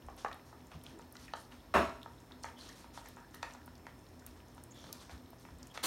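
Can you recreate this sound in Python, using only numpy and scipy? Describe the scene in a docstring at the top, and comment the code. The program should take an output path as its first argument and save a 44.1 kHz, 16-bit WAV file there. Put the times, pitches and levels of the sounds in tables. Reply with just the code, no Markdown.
"""Two small dogs at their bowls

Close by on a kitchen floor, two small dogs eat dry kibble from steel bowls: filtered noise bursts and short
damped rings make the cracks, ticks, squeaks and bumps, and dense random grains the rustle under the muzzles.
Something heavy bangs shut across the room, as decaying noise over ringing modes. An appliance hums in narrow
noise bands with a thin wavering whine. Loud dense grains make a close scrape that starts at the end."""
import sys
import numpy as np
from scipy import signal
from scipy.fft import rfft, irfft, next_fast_len
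from scipy.io import wavfile

SR = 44100
rng = np.random.default_rng(int(sys.argv[2]) if len(sys.argv) > 2 else 0)


def to_wav(sig):
    """Store sig (one row per channel, or 1-D mono) as 16-bit WAV at the path in sys.argv[1].

    Samples outside -1..1 are clipped; the rate is SR.
    """
    pcm = np.clip(np.atleast_2d(sig), -1, 1) * 32767
    pcm = np.round(pcm).astype(np.int16)
    wavfile.write(sys.argv[1], SR, pcm.T)  # frames by channels


N = 258426
TIME = np.arange(N) / SR


def from_db(db):
    """Turn decibels into an amplitude factor."""
    return 10 ** (np.asarray(db) / 20)


def rms_one(x):
    """Scale to rms 1."""
    return x / np.sqrt(np.mean(x ** 2) + 1e-20)


def peak_one(x):
    """Scale to peak 1."""
    return x / (np.abs(x).max() + 1e-20)


def at_hz(points, hz):
    """Read a curve of (Hz, value) points, interpolated along log frequency."""
    points = np.array(points)
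    return np.interp(np.log(hz), np.log(points[:, 0]), points[:, 1])


def dying(t, t60):
    """Exponential decay that loses 60 dB in t60 seconds."""
    return from_db(-60 * t / t60)


def add(out, s, sound):
    """Mix a sound in, starting at time s."""
    start = int(np.clip(round(s * SR), 0, N))
    out[start:start + len(sound)] += sound[:N - start]


def passed(x, edges_hz, kind, order=2):
    """Butterworth filter."""
    sos = signal.butter(order, edges_hz, kind, fs=SR, output="sos")
    return signal.sosfilt(sos, x)


def around(x, hz, spread):
    """Keep the band from hz / spread to hz * spread."""
    return passed(x, [hz / spread, hz * spread], "band")


def peaked(x, peaks):
    """Raise or hollow narrow bands, one after another."""
    for hz, width_hz, db in peaks:
        band = signal.lfilter(*signal.iirpeak(hz, hz / width_hz, fs=SR), x)
        x = x + (from_db(db) - 1) * band
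    return x


def coloured(x, spectrum):
    """Give a white signal a spectrum through a causal (minimum-phase) filter; rms 1."""
    size = 2 * next_fast_len(N // 2 + SR // 4)
    hz = np.maximum(np.fft.rfftfreq(size, 1 / SR), 1)
    bass_fall = np.minimum(hz / spectrum[0][0], 1) ** 2   # below the first point
    gain = from_db(at_hz(spectrum, hz)) * bass_fall
    # the causal half of the cepstrum, doubled, gives the minimum phase
    cepstrum = irfft(np.log(gain))[:size // 2]
    response = np.exp(2 * rfft(cepstrum, size))
    return rms_one(irfft(rfft(x, size) * response)[:N])


def diffuse(t60s, ragged_db=0):
    """Dense reflections: white noise that dies band by band; its level also wavers if ragged."""
    t, edges = TIME[:SR * 2 // 3], np.geomspace(45, 17000, 22)
    white, out = rng.standard_normal((2, len(t))), 0
    for k, (low, high) in enumerate(zip(edges, edges[1:])):
        # neighbouring bands draw on different noise
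        band = rms_one(passed(white[k % 2], [low, high], "band"))
        share = np.sqrt((high - low) / edges[-1])
        out = out + band * share * dying(t, at_hz(t60s, np.sqrt(low * high)))
    clumps = rms_one(passed(rng.standard_normal(len(t)), 140, "low"))
    return out * from_db(ragged_db * clumps)


def grains(per_s, spread_db):
    """Random tiny contacts of uneven size; rms 1."""
    unevenness = np.minimum(rng.exponential(1, N), 4)
    sizes = from_db(spread_db * unevenness) * rng.standard_normal(N)
    return rms_one(sizes * (rng.random(N) < per_s / SR))


def hum(air_db=-59.5):
    """Narrow noise bands waver as a running appliance over the coloured noise of the room's air."""
    # still air of the room: frequency_hz, relative_level_db (per Hz)
    air_colour = [(25, -52), (45, 9), (65, 2), (130, -3.5), (200, -1), (300, 1), (450, -5), (800, -7.5),
                  (1400, -15), (2400, -28), (5500, -36), (8000, -28.5), (16000, -31)]
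    # appliance noise bands: centre_hz, level_db (rms), width_hz
    hum_bands = [(58.3, -71.5, 1.2), (82.6, -64, 6.3), (120.5, -67.5, 3.9), (165.2, -72.5, 3.6),
                 (248.9, -63.5, 7.9), (950, -75, 21), (1730, -77, 210), (3340, -93, 420),
                 (12400, -82.5, 1100)]
    out = from_db(air_db) * coloured(rng.standard_normal(N), air_colour)
    white = rng.standard_normal(N + SR)   # the first second lets the narrow filters settle
    for hz, db, width_hz in hum_bands:
        edges_hz = [hz - width_hz / 2, hz + width_hz / 2]
        out += from_db(db) * rms_one(passed(white, edges_hz, "band", order=1)[SR:])
    return out


def whine(tone_hz=5294, level_db=-77, waver_hz=4):
    """A thin electrical tone of steady level (rms) whose pitch barely wavers."""
    hz = tone_hz + waver_hz * rms_one(passed(rng.standard_normal(N), 26, "low"))
    phase = 2 * np.pi * np.cumsum(hz) / SR
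    return from_db(level_db) * np.sqrt(2) * np.sin(phase)


def stroke(s, length, attack_s, t60):
    """Gain of one movement: it rises, holds to the end of its length and dies away."""
    rise = np.clip((TIME - s) / attack_s, 0, 1)
    return rise * dying(np.clip(TIME - s - length, 0, 2 * t60), t60)


def rustle(stir_db=-69.5, attack_s=0.011, settle_t60=0.32, patchy_db=2.0, shifts_per_s=22, pivot_hz=4000):
    """Pieces rub and slide under a muzzle; each pitch region swells on its own as the heap shifts."""
    # a muzzle pushes through the kibble: start_s, length_s, level_db, treble_tilt_db (per octave)
    pushes = [(.172, 0.035, -55, 0), (0.447, 0.04, -67.5, 3), (0.705, .04, -62, -4),
              (.83, 0.085, -62.5, -2.5), (1.185, 0.064, -59, 2), (1.35, 0.051, -62.5, 6),
              (1.505, 0.033, -61, -2.5), (2.423, 0.057, -60.5, 0), (2.578, 0.15, -57.5, 0.5),
              (2.749, .06, -59, 1.5), (2.932, 0.053, -56, 1), (3.033, 0.065, -62, 1.5),
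              (3.33, 0.026, -62, 1.5), (3.412, 0.12, -63.5, 0), (4.257, 0.025, -64, 0),
              (4.353, 0.026, -67, -4.5),          (4.748, 0.14, -60.5, 0.5), (4.916, 0.051, -59, .5),
              (4.995, 0.028, -57, -0.5), (5.095, 0.037, -59.5, -1), (5.394, 0.028, -68.5, 7),
              (5.586, 0.051, -66.5, -3.5), (5.737, 0.019, -51, -0.5)]
    # colour of the sliding kibble: frequency_hz, relative_level_db (per Hz)
    rustle_colour = [(500, 4), (1200, 6), (2300, 0), (3500, 2), (4900, 3.5), (5700, 1.5), (7800, -5.5),
                     (9000, -4), (10500, -8.5), (11800, -9), (16000, -29)]
    edges, heap = np.geomspace(500, 16000, 13), 0
    power, tilt = from_db(stir_db) ** 2, 0   # faint untilted stirring between the pushes
    for s, length, db, tilt_db in pushes:
        push = (from_db(db) * stroke(s, length, attack_s, settle_t60)) ** 2
        power, tilt = power + push, tilt + push * tilt_db
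    brightness_db = tilt / power   # the strongest movement sets the colour
    for low, high in zip(edges, edges[1:]):
        swell = np.interp(TIME * shifts_per_s, np.arange(SR), rng.standard_normal(SR))
        octaves = np.log2(np.sqrt(low * high) / pivot_hz)
        band = passed(grains(per_s=3500, spread_db=1.5), [low, high], "band")
        heap = heap + from_db(patchy_db * swell + brightness_db * octaves) * band
    return np.sqrt(power) * coloured(heap, rustle_colour)


def bumps(swell_s=0.022, spread=1.217):
    """Soft low bumps: dull narrow-band thumps that swell and fade."""
    # start_s, peak_db, pitch_hz
    nudges = [(0.031, -46.5, 59.8), (0.083, -51, 71), (.725, -45.5, 81), (0.741, -44.5, 154),
              (.86, -52, 118), (0.911, -50, 304), (.96, -51.5, 406), (4.253, -50, 62.6), (4.835, -52, 160),
              (4.86, -52.5, 437), (5.11, -46, 69), (5.514, -47, 64), (5.602, -53, 68.5)]
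    out, t = np.zeros(N), TIME[:SR // 4]
    for s, db, hz in nudges:
        thump = around(rng.standard_normal(SR), hz, spread)[-len(t):]
        add(out, s, from_db(db) * peak_one(thump * t * np.exp(-t / swell_s)))
    return out


def crunches(splinter_lift_db=3, splinter_t60=0.016, low_hz=1400, spread=1.25, dust_db=-14, dust_hz=5000,
             bite_s=0.00017, crumb_db=-17, crumb_hz=1600, crumb_t60=.2):
    """A piece snaps: the mouth rings, splinters crackle, crumbs follow. Returns direct and room-bound sound."""
    # kibble cracking in a mouth: start_s, mouth_peak_db, mouth_hz, splinter_db (relative to the mouth,
    # before the lift), splinter_hz (band top before the spread), room_db (relative send, before the room's level)
    cracks = [(0.085, -38, 773, -17, 2120, -2), (0.247, -24.5, 798, -13, 2070, -3.5),
              (0.261, -32.5, 1260, -25, 2160, -16), (0.314, -37, 1320, -10, 2860, -3.5),
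              (0.528, -45, 900, -31, 1970, -2), (0.717, -48, 1200, -0.5, 3600, -2.5),
              (0.994, -43.5, 940, -16, 2120, -5), (1.154, -44.5, 1426, -2, 4280, -3.5),
              (1.281, -46, 1750, -3, 2000, -4), (1.336, -28, 904, -16, 3300, -5),
              (2.06, -36.5, 920, -21, 2000, -5.5), (2.31, -48.5, 950, -5, 1870, -1),
              (2.443, -32, 910, -9.5, 2100, -1.5), (2.843, -45, 935, -8.5, 3160, -2.5),
              (2.975, -36.5, 936, -12, 3350, -4), (3.057, -47.5, 920, -5, 2120, -4),
              (3.169, -44.5, 942, -11, 1990, 4), (3.343, -45.5, 1300, -4, 3390, -0.5),
              (3.429, -29.5, 925, -4.5, 1950, -3.5), (3.549, -43, 960, -8, 2130, -4),
              (3.678, -44, 977, -11, 2600, -7), (3.867, -39, 958, -4.5, 2470, -4.5),
              (4.579, -44, 946, -10, 3400, -6), (4.841, -46.5, 650, -1, 3320, -21),
              (4.891, -48, 870, -6, 3150, 1.5), (5.095, -45.5, 766, -1.5, 1970, -2),
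              (5.331, -45, 660, -13, 3420, -11), (5.451, -46, 915, -2, 2070, -5),
              (5.487, -46.5, 960, -16, 2330, -9), (5.775, -34.5, 897, -1.5, 3150, -6.5)]
    # the mouth around a crack: ratio (to mouth_hz), relative_level_db, t60_s
    mouth = [(.55, -6, 0.016), (.78, -1, 0.013), (1.0, -1.5, 0.036), (1.42, -1, 0.018), (2.0, -13.5, 0.019)]
    out, sent, t = np.zeros(N), np.zeros(N), TIME[:SR // 8]
    for s, db, hz, bright_db, splinter_hz, room_db in cracks:
        own_db = rng.normal(0, 1, len(mouth))   # no two bites ring quite alike
        cavity = 0
        for k, (ratio, mode_db, t60) in enumerate(mouth):
            mode = np.sin(2 * np.pi * hz * ratio * t) * dying(t, t60)
            cavity = cavity + (-1) ** k * from_db(own_db[k] + mode_db) * mode
        cavity = peak_one(cavity * (1 - np.exp(-t / bite_s)))
        splinters, dust = rng.standard_normal((2, len(t))) * dying(t, splinter_t60)
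        crack = passed(splinters, [low_hz, splinter_hz * spread], "band")
        crack = peak_one(crack + from_db(dust_db) * around(dust, dust_hz, 1.41))
        snap = from_db(db) * (cavity + from_db(bright_db + splinter_lift_db) * crack)
        # the closing jaw grinds the fragments in sparse, fading after-cracks
        sparse = rng.random(len(t)) < 900 / SR
        crumbs = around(rng.standard_normal(len(t)) * sparse * dying(t, crumb_t60), crumb_hz, 1.14)
        add(out, s, snap + from_db(db + crumb_db) * peak_one(crumbs))
        add(sent, s, from_db(room_db) * snap)
    return out, sent


def tick(hz, edge_db, t60=0.011, spread=1.23, rise_s=0.00061, skirt_db=-13, edge_hz=11000):
    """A tiny hard contact: a damped ring on a broader knock, with a sharp edge around edge_hz; peak 1."""
    t = TIME[:SR // 40]
    ring, knock, edge = rng.standard_normal((3, len(t))) * dying(t, t60) * (1 - np.exp(-t / rise_s))
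    ring = peak_one(around(ring, hz, spread))
    knock = from_db(skirt_db) * peak_one(around(knock, hz, 1.46))
    edge = from_db(edge_db) * peak_one(around(edge, edge_hz, 1.48))
    return peak_one(ring + knock + edge)


def ticks(edge_offset_db=-4, faint_db=-58, faint_range_db=5, faint_low_hz=1500, faint_high_hz=11000, count=70):
    """Teeth and loose pieces tick clearly, with faint ticks of chewing strewn at random among them."""
    # clear ticks: start_s, peak_db, ring_hz, edge_db (relative to the ring, before the offset)
    clear_ticks = [(.165, -51, 10500, -12), (0.283, -49, 4870, -24), (.328, -40.5, 3700, -9),
                   (.343, -50, 10000, -12), (.669, -48.5, 6660, 1), (0.8372, -43.5, 11000, -10),
                   (.864, -38.5, 3530, -28), (.989, -49, 8000, -22), (1.016, -50.5, 6240, -20),
                   (1.124, -42.5, 11600, -13), (1.167, -38, 4570, -26), (1.3353, -37, 3700, -30),
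                   (1.521, -46.5, 3230, -22), (1.894, -46, 4500, -22), (2.016, -48.5, 3040, -19),
                   (2.03, -38, 3480, -9.5), (2.3196, -44, 3600, -39), (2.43, -46, 8950, -17),
                   (2.435, -34, 5470, -18), (2.451, -45, 7050, -20), (2.487, -49, 2880, -18),
                   (2.61, -44, 4200, -19.5), (2.69, -42, 5470, -8), (3.059, -47.5, 6350, -20),
                   (3.086, -43, 11500, -14), (3.162, -51, 7100, -29), (3.3456, -44, 4600, 7),
                   (3.4276, -34.5, 3900, -21), (3.508, -45.5, 4600, -21), (3.536, -46, 6850, -18),
                   (3.66, -44.5, 12200, -18), (3.753, -47.5, 4600, -11), (4.1967, -52, 5760, -15),
                   (4.264, -36.5, 13000, 13), (4.483, -51, 5650, 0), (4.637, -41, 9000, 0),
                   (4.9273, -30, 5200, 3.5), (5.304, -48.5, 12900, -7), (5.5845, -49, 8200, -9),
                   (5.629, -41.5, 5900, -11), (5.67, -44.5, 7000, -1)]
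    out = np.zeros(N)
    for s, db, hz, edge_db in clear_ticks:
        add(out, s, from_db(db) * tick(hz, edge_db + edge_offset_db))
    for when, size, pitch in rng.random((count, 3)):
        hz = faint_low_hz * (faint_high_hz / faint_low_hz) ** pitch
        add(out, when * N / SR, from_db(faint_db + faint_range_db * size) * tick(hz, edge_db=-32))
    return out


def squeaks(spread=1.075):
    """A brief slide of teeth or kibble on steel excites one narrow resonance."""
    # start_s, peak_db, pitch_hz, length_s
    slides = [(1.278, -50, 1760, 0.017), (2.175, -61, 3700, .018), (2.561, -52, 3230, 0.049),
              (2.595, -51.5, 4200, 0.048), (2.682, -52.5, 1870, 0.037), (3.05, -52, 1850, 0.032),
              (3.223, -54, 1700, 0.037), (4.705, -51, 6800, 0.022), (4.728, -54, 3430, 0.1),
              (4.795, -57, 3380, 0.12), (4.985, -57, 3500, 0.059), (5.697, -54, 3260, 0.028)]
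    out = np.zeros(N)
    for s, db, hz, length in slides:
        slide = around(rng.standard_normal(SR // 4), hz, spread)[-int(length * SR):]
        add(out, s, from_db(db) * peak_one(slide * signal.windows.tukey(len(slide), .5)))
    return out


def bang(panel_db=-30, clatter_db=-46.0, swell_s=0.0011, ragged_db=0.5):
    """A blow across the room, heard mostly by its dense reflections, over the ringing modes of the panel."""
    # quick contacts of one bang, the later ones reaching into the bass:
    # start_s, relative_level_db, lowest_hz (that it moves)
    contacts = [(1.7394, -20.5, 393), (1.749, -26.5, 302), (1.758, -23.5, 50), (1.781, -32, 60)]
    # dense clatter: frequency_hz, relative_level_db (per Hz)
    clatter_colour = [(50, -44), (75, 1), (130, -6.5), (220, 5.5), (370, 3.5), (480, -4), (680, 0.5),
                      (800, -6), (1100, -1.5), (1800, -11.5), (2200, -17.5), (2700, -15), (3200, -27),
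                      (4900, -32.5), (8500, -41.5), (16000, -45.5)]
    # its decay: frequency_hz, t60_s
    clatter_t60s = [(70, 0.42), (300, 0.25), (1000, 0.4), (3000, 0.42), (7000, 0.49), (14000, 0.37)]
    # metal fittings that jangle with it: centre_hz, width_hz, gain_db
    jangle = [(2660, 230, 0.5), (4000, 650, 7), (5350, 300, 8.5), (6800, 230, 7), (7770, 160, 9.5),
              (8140, 250, 5.5), (9470, 240, 12), (11300, 270, 8), (12500, 300, 4), (14000, 250, -1)]
    # ringing modes of the banged panel: pitch_hz, relative_level_db, t60_s
    panel = [(71.8, -7.5, 0.6), (244.7, -2.5, 0.33), (366, -14, 0.42), (401, -9.5, 0.53), (590.5, -1, 0.39),
             (635, -14, 0.6), (666, -4, 0.51), (725, -27, 0.27), (947, -6.5, 0.59), (1088, -3, 0.3),
             (1290, -18, 0.3), (1335, -8, 0.55), (1410, -24, 0.24), (1486, -4.5, 0.29), (1774, 3.5, 0.086),
             (2210, -18, 0.47), (2370, -30, 0.36), (2450, -29, 0.49), (2520, -14, 0.42), (2720, -7, 0.16),
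             (3100, -26, 0.36), (3360, -19, 0.38), (3680, -21, 0.34), (4520, -26, 0.19), (5390, -23, 0.44),
             (6700, -26, 0.45)]
    blows, t = np.zeros(N), TIME[:SR]
    for s, db, low_hz in contacts:
        add(blows, s, from_db(db) * passed(diffuse(clatter_t60s, ragged_db), low_hz, "high"))
    out = from_db(clatter_db) * peaked(coloured(blows, clatter_colour), jangle)
    modes = 0
    for hz, db, t60 in panel:
        modes = modes + from_db(db) * np.sin(2 * np.pi * (hz * t + rng.random())) * dying(t, t60)
    second_contact_s = contacts[1][0]
    add(out, second_contact_s, from_db(panel_db) * modes * (1 - np.exp(-t / swell_s)))
    return out


def scrape(start_s=5.828, attack_s=0.013, level_db=-32.3):
    """Something drags close to the microphone: dense grains that set in quickly and hold."""
    # colour of the scrape: frequency_hz, relative_level_db (per Hz)
    scrape_colour = [(88, -14), (150, -15), (341, -3.5), (662, -6), (998, -3), (2060, -7.5), (2360, -9.5),
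                     (4410, -1.5), (5050, -9.5), (9630, -8.5), (16000, -19)]
    pressure = np.clip((TIME - start_s) / attack_s, 0, 1)
    return from_db(level_db) * pressure * coloured(grains(per_s=20000, spread_db=-1.5), scrape_colour)


def kitchen(x, first_echo_s=.004):
    """The reverberation of a hard-floored room, through a decaying noise tail of unit energy."""
    # decay of the room: frequency_hz, t60_s
    room_t60s = [(100, 0.24), (400, 0.28), (1000, 0.32), (3000, 0.36), (8000, 0.31), (16000, 0.27)]
    tail, out = diffuse(room_t60s), np.zeros(N)
    add(out, first_echo_s, signal.fftconvolve(x, tail / np.linalg.norm(tail))[:N])
    return out


def scene(crunch_room_db=0.5, tick_room_db=-9, wall_cut_hz=8000):
    """The dogs are near; the room answers their cracks, ticks and squeaks, a little duller."""
    chewing, sent = crunches()
    ticking = ticks() + squeaks()
    into_room = from_db(crunch_room_db) * sent + from_db(tick_room_db) * ticking
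    room = kitchen(passed(into_room, wall_cut_hz, "low", order=1))
    background = hum() + whine()
    mix = background + rustle() + bumps() + chewing + ticking + room + bang() + scrape()
    return mix[None]   # one channel


def record(dry, bass_cut_hz=38, treble_cut_hz=16000):
    """The microphone hollows a few treble bands; the deepest bass and the top are cut."""
    # hollows in the microphone's response: centre_hz, width_hz, gain_db
    mic_dips = [(4860, 900, -4), (7750, 290, -4.5), (10420, 470, -7)]
    heard = passed(peaked(dry, mic_dips), bass_cut_hz, "high")
    steep_cut = signal.ellip(12, .1, 70, treble_cut_hz, fs=SR, output="sos")
    return signal.sosfilt(steep_cut, heard)


dry = scene()
out = record(dry)
to_wav(out)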